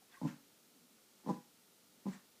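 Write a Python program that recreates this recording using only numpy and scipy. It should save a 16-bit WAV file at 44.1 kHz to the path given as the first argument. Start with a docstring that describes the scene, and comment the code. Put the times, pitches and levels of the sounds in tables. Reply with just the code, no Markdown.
"""Over a faint room hum and microphone hiss, a small dog snuffles at a fabric cube in a carpeted room.
It gives three short, muffled woofs into the cloth. Each starts with slow flaps of the vocal folds,
jumps up in pitch and dies in a huff of air through the nose. The flaps make the throat and the nearly
closed mouth ring, and the walls answer with dull echoes."""
import sys
import numpy as np
from scipy import signal
from scipy.fft import rfft, irfft
from scipy.io import wavfile

SR = 44100
rng = np.random.default_rng(int(sys.argv[2]) if len(sys.argv) > 2 else 0)


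def wav_out(sig):
    """Save sig, one row per channel (or a flat mono array), as 16-bit PCM at SR to the path in sys.argv[1]."""
    wavfile.write(sys.argv[1], SR, np.round(np.clip(np.atleast_2d(sig).T, -1, 1) * 32767).astype(np.int16))


N = 105840

# tone colour of the steady background: (frequency [Hz], relative level [dB])
BACKGROUND_COLOUR = [(15, -67), (25, -24), (64, -30), (98, -14.5), (125, -14), (224, -3), (264, -7),
                     (450, -8.5), (790, -15.5), (903, -13), (978, -19), (1390, -13), (1540, -18.5),
                     (3930, -15), (15000, -19)]
# the muzzle rubs the cloth: (time [s], spread in time [s], frequency [Hz], level [dB])
CLOTH_RUBS = [(0.026, 0.0041, 770, -68), (0.826, 0.096, 246, -73), (1.242, .005, 850, -70),
              (1.255, 0.0087, 200, -59.5), (2.01, 0.087, 242, -74.5)]
# nostril whistles: (time [s], spread in time [s], frequency [Hz], width [Hz], level [dB])
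WHISTLES = [(0.127, .004, 3530, 300, -67), (0.144, 0.015, 1570, 159, -67), (0.149, 0.012, 1960, 221, -64),
            (0.177, .005, 1070, 59.4, -62), (2.135, 0.0067, 1850, 202, -67),
            (2.136, 0.014, 7570, 800, -69.5)]
# sniffs at the cloth: (peak time [s], rise [s], fall [s], level [dB], hiss relative to nose ring [dB])
SNIFFS = [(0.146, 0.029, 0.014, -66, -11)]
# the row at 1.2 s is a faint, very short tick of hiss just before the second woof; the rest are
# nose huffs: (peak time [s], rise [s], fall [s], level [dB], hiss relative to nose ring [dB])
HUFFS_AND_TICK = [(.255, 0.071, 0.09, -69, 5), (0.279, 0.0084, 0.031, -56.5, -11.5),
                  (1.296, 0.025, 0.052, -62.5, 3), (1.2, .004, 0.011, -75, -6),
                  (2.086, 0.025, 0.027, -67, 2), (2.134, 0.031, 0.047, -62, -2.5)]
# where the inside of the nose rings: (frequency [Hz], width [Hz], gain [dB])
NOSE_RINGS = [(1080, 370, 6.5), (1477, 490, 1.5), (1840, 720, 1.5), (2570, 170, -5)]
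# tone colour of the hiss at the nostrils: (frequency [Hz], relative level [dB])
NOSTRIL_COLOUR = [(1500, -3.5), (2800, -11), (4000, -4), (5200, -4.5), (6400, -4.5), (7700, -7),
                  (9500, -13.5), (15000, -18)]
# the course of each woof: (time [s], pitch [Hz], effort [dB], mouth opening as a gain [dB])
FIRST_WOOF = [(.214, 58.55, -36.5, 1.5), (0.228, 69.66, -31.5, 1), (.234, 166.3, -29.5, -22),
              (.247, 150.7, -21, -14), (0.257, 140.5, -24, -8.5), (0.265, 125, -26, -19),
              (.274, 151.2, -46.5, -23), (0.288, 142.9, -19.5, -26)]
SECOND_WOOF = [(1.262, 90.1, -41, -1), (1.275, 99.1, -31.5, -2.5), (1.283, 203.9, -36, 0.5),
               (1.297, 203.6, -28, 1), (1.309, 153.8, -25.5, -11), (1.323, 130, -40.5, -6.5),
               (1.340, 132, -48, -25)]
THIRD_WOOF = [(2.055, 86, -36, -9.5), (2.0645, 110.6, -32.5, -1), (2.068, 195.3, -32, -11),
              (2.081, 206.7, -32, -11), (2.093, 185, -32.5, -40), (2.103, 195, -52.5, -19),
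              (2.112, 200, -58, -12)]
# a row per woof: (timing scatter [cycles], strength scatter [dB], nose dip depth [0-1], lip cutoff [Hz])
WOOF_CHARACTER = [(0.044, -0.5, 0.92, 874), (0.023, 2, 0, 957), (.01, 1.5, 0.47, 914)]
# where the throat rings: (frequency [Hz], width [Hz], gain [dB])
THROAT_RINGS = [(205.7, 84, -1), (264, 51, -9.5)]
# where the mouth rings: (frequency [Hz], width [Hz], gain [dB])
MOUTH_RINGS = [(503, 24, -7.5), (566, 69, -16), (630, 107, -21.5), (825, 58, -8), (920, 47, -15),
               (997, 38, -3.5), (1166, 23, -20)]
# low notes that ring between the walls: (frequency [Hz], width [Hz], gain [dB])
ROOM_RINGS = [(196.3, 6.1, -14.5), (238.2, 4.8, -8.5), (281.7, 3.9, -9)]
# single bounces off the walls: (delay [s], gain [dB])
WALL_ECHOES = [(.037, -14.5), (0.075, -18)]
# the room's fading tail: (low edge [Hz], high edge [Hz], time to fade by 60 dB [s], gain [dB])
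ROOM_TAILS = [(139, 230, 0.35, -16.5), (417, 1930, 0.27, -7), (1420, 9200, 0.23, -10)]


def gain(db):
    """Turn decibels into a number to multiply by."""
    return 10 ** (np.asarray(db) / 20)


def unit(x):
    """Scale a sound to an average (rms) size of 1."""
    return x / np.sqrt(np.mean(x ** 2))


def keep(x, hz, kind, order=2):
    """Keep the lows, the highs or a band; a higher order cuts more sharply."""
    return signal.sosfilt(signal.butter(order, hz, kind, fs=SR, output="sos"), x)


def ring(x, hz, width_hz):
    """Ring at one frequency; a narrower width rings longer."""
    return signal.lfilter(*signal.iirpeak(hz, hz / width_hz, fs=SR), x)


def cavity(x, rings):
    """A hollow space rings at several frequencies at once."""
    return sum(gain(db) * ring(x, hz, width_hz) for hz, width_hz, db in rings)


def coloured_noise(colour):
    """Steady noise of size 1 with the given tone colour."""
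    hz, db = np.array(colour).T
    frequencies = np.maximum(np.fft.rfftfreq(N, 1 / SR), 1)
    shape = gain(np.interp(np.log(frequencies), np.log(hz), db))
    return unit(irfft(rfft(rng.standard_normal(N)) * shape, N))


def noise_burst(t, at, spread, hz, width_hz):
    """Noise around one frequency swells and fades in a bell shape."""
    swell = np.exp(-((t - at) / spread) ** 2 / 2)
    band = ring(rng.standard_normal(N), hz, width_hz)
    return swell * unit(ring(band, hz, width_hz))


def background(level_db=-67):
    """The quiet room and the microphone make a steady low hum of noise and a hiss."""
    return gain(level_db) * coloured_noise(BACKGROUND_COLOUR)


def cloth_rubs(t):
    """The muzzle rubs on the padded cloth with a dull rustle."""
    return sum(gain(db) * noise_burst(t, at, spread, hz, width_hz=202)
               for at, spread, hz, db in CLOTH_RUBS)


def nostril_whistles(t):
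    """Air whistles briefly through the narrow nostrils."""
    return sum(gain(db) * noise_burst(t, at, spread, hz, width_hz)
               for at, spread, hz, width_hz, db in WHISTLES)


def breaths_and_tick(t):
    """Breaths ring in the nose and hiss at the nostrils; the same noise also makes one faint tick."""
    nose = cavity(rng.standard_normal(N), NOSE_RINGS)
    nose = unit(keep(nose, [350, 3200], "band"))
    hiss = coloured_noise(NOSTRIL_COLOUR)
    out = np.zeros(N)
    for at, rise, fall, db, hiss_db in HUFFS_AND_TICK + SNIFFS:
        swell = np.exp(-np.maximum((at - t) / rise, (t - at) / fall))
        out += gain(db) * swell * (nose + gain(hiss_db) * hiss)
    return out


def vocal_folds(t, times, hz, timing_scatter, strength_scatter_db):
    """The vocal folds flap unevenly; each cycle gives a pulse and a raspy puff of air."""
    rasp_db, puff_fade_cycles = -9, 0.37
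    pitch = np.interp(t, times, hz)
    cycles = np.cumsum(pitch * (t >= times[0])) / SR
    count = int(np.interp(times[-1], t, cycles)) + 1
    timing_luck, strength_luck = rng.standard_normal((64, 2))[:count].T
    flap_cycles = np.maximum(np.arange(count) + timing_scatter * timing_luck, 1e-6)
    pulse_height = SR / (2 * THROAT_RINGS[0][0])
    pulses = np.zeros(N)
    pulses[np.searchsorted(cycles, flap_cycles)] = pulse_height * gain(strength_scatter_db * strength_luck)
    puff_fade = np.exp(-(cycles % 1) / puff_fade_cycles)
    puffs = rng.standard_normal(N) * puff_fade * np.sqrt(SR / pitch)
    return pulses + gain(rasp_db) * puffs


def woof(t, course, timing_scatter, strength_scatter_db, nose_dip, lips_hz):
    """The vocal folds ring the throat and the mouth, while a push of air adds a soft thump."""
    times, hz, effort_db, opening_db = np.array(course).T
    effort = gain(np.interp(t, times, effort_db)) * (t >= times[0]) * (t <= times[-1])
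    buzz = effort * vocal_folds(t, times, hz, timing_scatter, strength_scatter_db)
    throat = keep(cavity(buzz, THROAT_RINGS), 344, "low", order=4)
    opening = gain(np.interp(t, times, opening_db))
    mouth = cavity(buzz * opening, MOUTH_RINGS)
    mouth = keep(mouth, lips_hz, "low", order=6)  # the lips muffle it
    mouth = keep(mouth, 480, "high", order=3)
    voice = keep(throat + mouth, 145, "high", order=5)
    voice -= nose_dip * ring(voice, hz=393, width_hz=240)  # the nose swallows this band
    rumble = unit(keep(rng.standard_normal(N), [20.9, 83.6], "band"))
    thump = gain(-45) * effort * rumble
    return voice + thump


def room(t, x):
    """The walls add a few low ringing notes, dull echoes and a short fading tail."""
    out = x + cavity(x, ROOM_RINGS)
    dull = keep(x, 480, "low")
    for delay, db in WALL_ECHOES:
        out += gain(db) * np.interp(t - delay, t, dull, left=0)
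    build_up = 1 - np.exp(-(t / 0.0039) ** 2)  # the tail takes about 4 ms to form
    for low_hz, high_hz, fade_s, db in ROOM_TAILS:
        fade = np.exp(-np.log(1000) * t / fade_s)
        tail = keep(rng.standard_normal(N), [low_hz, high_hz], "band") * fade * build_up
        tail *= np.sqrt(2 * (high_hz - low_hz) / SR / np.sum(tail ** 2))  # gain near 1 in its band
        out += gain(db) * signal.fftconvolve(x, tail)[:N]
    return out


def scene():
    """The dog snuffles and woofs in the room, over the steady background."""
    t = np.arange(N) / SR
    courses = (FIRST_WOOF, SECOND_WOOF, THIRD_WOOF)
    woofs = sum(woof(t, course, *character) for course, character in zip(courses, WOOF_CHARACTER))
    sounds = woofs + breaths_and_tick(t) + nostril_whistles(t) + cloth_rubs(t)
    return (room(t, sounds) + background())[None]


def record(dry):
    """Cut away the very highest treble steeply."""
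    top_hz = 15350
    return signal.sosfilt(signal.ellip(10, .1, 70, top_hz, fs=SR, output="sos"), dry)


dry = scene()
out = record(dry)
wav_out(out)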